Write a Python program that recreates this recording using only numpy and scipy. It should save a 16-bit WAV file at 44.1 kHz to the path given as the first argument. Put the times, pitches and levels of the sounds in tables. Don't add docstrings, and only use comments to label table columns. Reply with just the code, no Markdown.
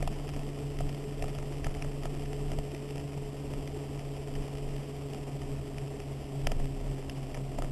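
import sys
import numpy as np
from scipy import signal
from scipy.fft import rfft, irfft
from scipy.io import wavfile

SR = 44100
rng = np.random.default_rng(int(sys.argv[2]) if len(sys.argv) > 2 else 0)


def output_pcm(signal):
    pcm = np.clip(np.atleast_2d(signal).T, -1, 1) * 32767
    wavfile.write(sys.argv[1], SR, np.round(pcm).astype(np.int16))


N = 340011

# frequency_hz, relative_db
ROAR_COLOUR = [(20, 12), (56, -3.5), (76, 7), (100, -13), (190, -8), (260, -1), (420, -5.5), (520, -8),
               (700, -6), (850, -14), (1100, -18.5), (1350, -24), (1550, -28.5), (3500, -15.5)]
# time_s, sway_db
ROAD_ROUGHNESS = [(0, -44), (2.55, -36.5), (2.75, -47), (6.2, -47), (7.71, -41)]
# centre_s, sway_db, half_length_s
SOFT_BUMPS = [(0.45, -37, .06), (0.847, -30, 0.054), (1.859, -42, .03), (2.43, -37, .07),
              (3.59, -35, 0.034), (4.39, -31, 0.034), (4.69, -34, 0.055), (5.53, -39, 0.073),
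              (6.581, -27.5, 0.062), (6.839, -33, 0.096)]
# pitch_hz, width_hz, gain_db
HOUSING_MODES = [(323, 83, -12), (610, 120, -9), (694, 148, 4), (960, 130, -5.5), (1268, 126, -1),
                 (1812, 320, -3.5), (2045, 270, -7), (2410, 360, -6.5), (2716, 380, -4), (3020, 130, -3.5)]
# hit_s, body_db, crack_db
MOUNT_KNOCKS = [(0.006, -35, -43), (0.0266, -28, -33), (0.0759, -26, -30), (0.1976, -38, -42),
                (0.3634, -35, -41), (0.7881, -45, -31), (0.8059, -30, -40), (0.8929, -45, -32),
                (1.2239, -28, -31), (1.241, -30, -41), (1.3864, -33, -38), (1.5238, -40, -41),
                (1.645, -43, -29), (1.6673, -28, -35), (1.7494, -43, -37), (1.8235, -41, -27),
                (1.8465, -33, -48), (2.0343, -44, -33), (2.0551, -30, -35), (2.3311, -38, -36),
                (2.5171, -33, -36), (2.5337, -33, -44), (2.5872, -30, -35), (2.7479, -45, -31),
                (2.9581, -36, -41), (3.1766, -37, -43), (3.5365, -36, -37), (3.676, -46, -33),
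                (3.9943, -42, -41), (4.3533, -46, -37), (4.7646, -50, -36), (5.1346, -49, -35),
                (5.7827, -45, -31), (6.0018, -41, -38), (6.4702, -24, -19), (6.5179, -28, -30),
                (6.5997, -34, -43), (7.0968, -43, -29), (7.3453, -46, -33), (7.3729, -35, -47),
                (7.5865, -28, -30), (7.6218, -30, -34), (7.6454, -34, -41)]
# time_s, crankshaft_hz
ENGINE_SPEED = [(0, 71.98), (0.6, 70.8), (1, 71.04), (1.4, 70.2), (1.8, 70.66), (2.8, 70.78), (4.3, 69.85),
                (4.8, 70.12), (5.8, 69.1), (6.3, 69.08), (6.8, 68.1), (7.71, 67.55)]
# crankshaft_multiple, relative_db, waver_db
EXHAUST_PARTIALS = [(1, -16.5, 6.5), (2, 0.5, 2), (3, -28, 9), (4, -9.5, 2.5), (5, -37.5, 11), (6, -9, 3.5),
                    (7, -31, 5)]
# time_s, gain_db
THROTTLE_BRIGHTNESS = [(0, 0), (2.5, 1.5), (4.9, 2), (6.0, 0.5), (6.9, -1.5), (7.3, -5.5), (7.71, -5)]
# time_s, depth_fraction
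THROB_DEPTH = [(4.6, 0.031), (6.1, 0.54), (7.7, .38)]

EVEN_ROAD_DB = -42.5
JOLT_RISE_S, JOLT_DECAY_S, JOLT_DB = 0.025, 0.05, -1.5
SWAY_HZ, SWAY_TRIM_DB = 25.1, -2.1
THUD_DB, THUD_PER_SHAKE = -54.5, 0.85
CHATTER_PER_S, CHATTER_DB, CHATTER_DB_PER_HZ, CRUISE_HZ = 1700, -57, 1.13, 70
TICKS_PER_S, TICK_DB, TICK_SPREAD_DB = 4.3, -42.5, 5
LEAD_S = 0.006
HUM_GAIN_DB, HUM_PER_SHAKE = -41, 0.12
THROB_HZ, THROB_DIP_S = 3.76, 6.25
CLOCK_HZ, FRAME_HZ, SLIP_CYCLES, TOP_HZ = 8000, 29.8, 0.42, 12800


def undb(db):
    return 10 ** (np.asarray(db) / 20)


def unit(x):
    return x / np.sqrt(np.mean(x ** 2))


def curve(rows):
    return np.interp(np.arange(N) / SR, *np.transpose(rows))


def drift(rate_hz):
    hz = np.arange(N // 2 + 1) * SR / N
    return unit(irfft(rfft(rng.standard_normal(N)) / (1 + (hz / rate_hz) ** 4), N))


def noise(colour):
    hz, db = np.transpose(colour)
    bins = np.arange(1, N // 2 + 2) * SR / N
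    gain = undb(np.interp(np.log(bins), np.log(hz), db))
    gain = gain / (1 + (hz[0] / bins) ** 4) / (1 + (bins / hz[-1]) ** 4)
    return unit(irfft(rfft(rng.standard_normal(N)) * gain, N))


def butter(x, hz, kind, order):
    return signal.sosfilt(signal.butter(order, hz, kind, fs=SR, output="sos"), x)


def place(out, start_s, sound, peak_db):
    i = max(int(start_s * SR), 0)
    out[i:i + len(sound)] += (sound * undb(peak_db) / np.abs(sound).max())[:N - i]


def roar(shake_db):
    low = butter(noise(ROAR_COLOUR), 256, "low", order=2) * undb(0.31 * drift(6.7))
    high = butter(noise(ROAR_COLOUR), 230, "high", order=2) * undb(1.37 * drift(30))
    return (low + high) * undb(-43.5 + 0.063 * shake_db)


def shaking():
    t = np.arange(N) / SR
    power = undb(curve(ROAD_ROUGHNESS)) ** 2
    for centre_s, sway_db, half_length_s in SOFT_BUMPS:
        power += undb(sway_db) ** 2 * np.exp(-np.minimum(((t - centre_s) / half_length_s) ** 2, 20))
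    lead = SR // 10
    since_s = np.arange(-lead, SR // 2) / SR
    jolt = np.exp(np.minimum(since_s / JOLT_RISE_S, -since_s / JOLT_DECAY_S))
    kicks = np.zeros(N)
    for hit_s, body_db, _ in MOUNT_KNOCKS:
        kicks[int(hit_s * SR)] = undb(body_db + JOLT_DB)
    power += signal.fftconvolve(kicks ** 2, jolt ** 2)[lead:lead + N]
    return 10 * np.log10(power)


def sway(shake_db):
    phase = 2 * np.pi * np.cumsum(SWAY_HZ * np.exp(0.1467 * drift(12.2))) / SR
    bounce_db = EVEN_ROAD_DB + shake_db + SWAY_TRIM_DB + 1.4 * drift(10)
    bounce = np.sqrt(2) * np.sin(phase) * undb(bounce_db)
    thud = noise([(35, -3), (80, 5.0), (160, 1.5), (300, -9), (600, -20)])
    return bounce + thud * undb(THUD_DB + THUD_PER_SHAKE * shake_db)


def housing(force):
    return sum(undb(gain_db) * signal.lfilter(*signal.iirpeak(hz, hz / width_hz, fs=SR), force)
               for hz, width_hz, gain_db in HOUSING_MODES)


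def chatter(turns, shake_db):
    contacts_per_s = CHATTER_PER_S * (1 + 0.3 * np.cos(4 * np.pi * turns))
    size_db = (4.0 + 0.032 * shake_db) * np.minimum(rng.exponential(size=N), 5)
    hits = rng.random(N) < contacts_per_s / SR
    force = hits * undb(size_db) * rng.choice([-1, 1], N)
    buzz = unit(butter(housing(force), 1160, "high", order=2))
    return buzz * undb(CHATTER_DB + CHATTER_DB_PER_HZ * (curve(ENGINE_SPEED) - CRUISE_HZ))


def stray_ticks():
    when, strength = rng.random((int(TICKS_PER_S * N / SR), 2)).T
    level_db = TICK_DB + TICK_SPREAD_DB * (2 * strength - 1)
    return list(zip(when * N / SR, level_db, level_db))


def contact(burst, burst_s, halo, halo_s):
    t = np.arange(SR // 20) / SR - LEAD_S
    envelope = burst * np.exp(-np.abs(t) / burst_s) + halo * np.exp(-np.abs(t - halo_s / 2) / halo_s)
    force = envelope * rng.standard_normal(len(t))
    force[int(LEAD_S * SR)] += 1
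    return housing(force)


def thump(push_s):
    t = np.arange(SR // 20) / SR / push_s
    return t * (t - 2) * np.exp(-t)


def knocks():
    out = np.zeros(N)
    for hit_s, body_db, crack_db in MOUNT_KNOCKS + stray_ticks():
        start_s = hit_s - LEAD_S
        ring = contact(burst=0.19, burst_s=0.00073, halo=0.036, halo_s=0.0032)
        place(out, start_s, butter(ring, 884, "low", order=3), body_db + 1)
        place(out, start_s, butter(ring, 1620, "high", order=3), crack_db + 4)
        place(out, start_s, thump(push_s=0.0025), body_db - 4)
    return out


def exhaust(turns, shake_db):
    t = np.arange(N) / SR
    throttle_db = curve(THROTTLE_BRIGHTNESS)
    throb = 1 - curve(THROB_DEPTH) * np.cos(2 * np.pi * THROB_HZ * (t - THROB_DIP_S))
    flutter = drift(31)
    hum = np.zeros(N)
    for multiple, db, waver_db in EXHAUST_PARTIALS:
        phase = 2 * np.pi * (multiple * turns + rng.random()) + 0.056 * multiple * flutter
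        partial = np.sin(phase) * undb(db + waver_db * drift(26.4) + throttle_db * (multiple > 4))
        hum += partial * throb if multiple == 2 else partial
    return np.sqrt(2) * hum * undb(HUM_GAIN_DB + HUM_PER_SHAKE * shake_db)


def scene():
    turns = np.cumsum(curve(ENGINE_SPEED)) / SR
    shake_db = shaking() - EVEN_ROAD_DB
    mix = exhaust(turns, shake_db) + roar(shake_db) + sway(shake_db) + chatter(turns, shake_db) + knocks()
    return mix[None]


def record(dry):
    t = np.arange(N) / SR
    hiss = undb(-64) * rng.standard_normal(N)
    narrow = butter(dry[0], 3300, "low", order=8) + hiss
    clock = CLOCK_HZ * t + SLIP_CYCLES * np.floor(FRAME_HZ * t)
    held = np.interp(t - clock % 1 / CLOCK_HZ, t, narrow)
    top_cut = signal.ellip(10, 0.2, 80, TOP_HZ, fs=SR, output="sos")
    return signal.sosfilt(top_cut, held)[None]


dry = scene()
out = record(dry)
output_pcm(out)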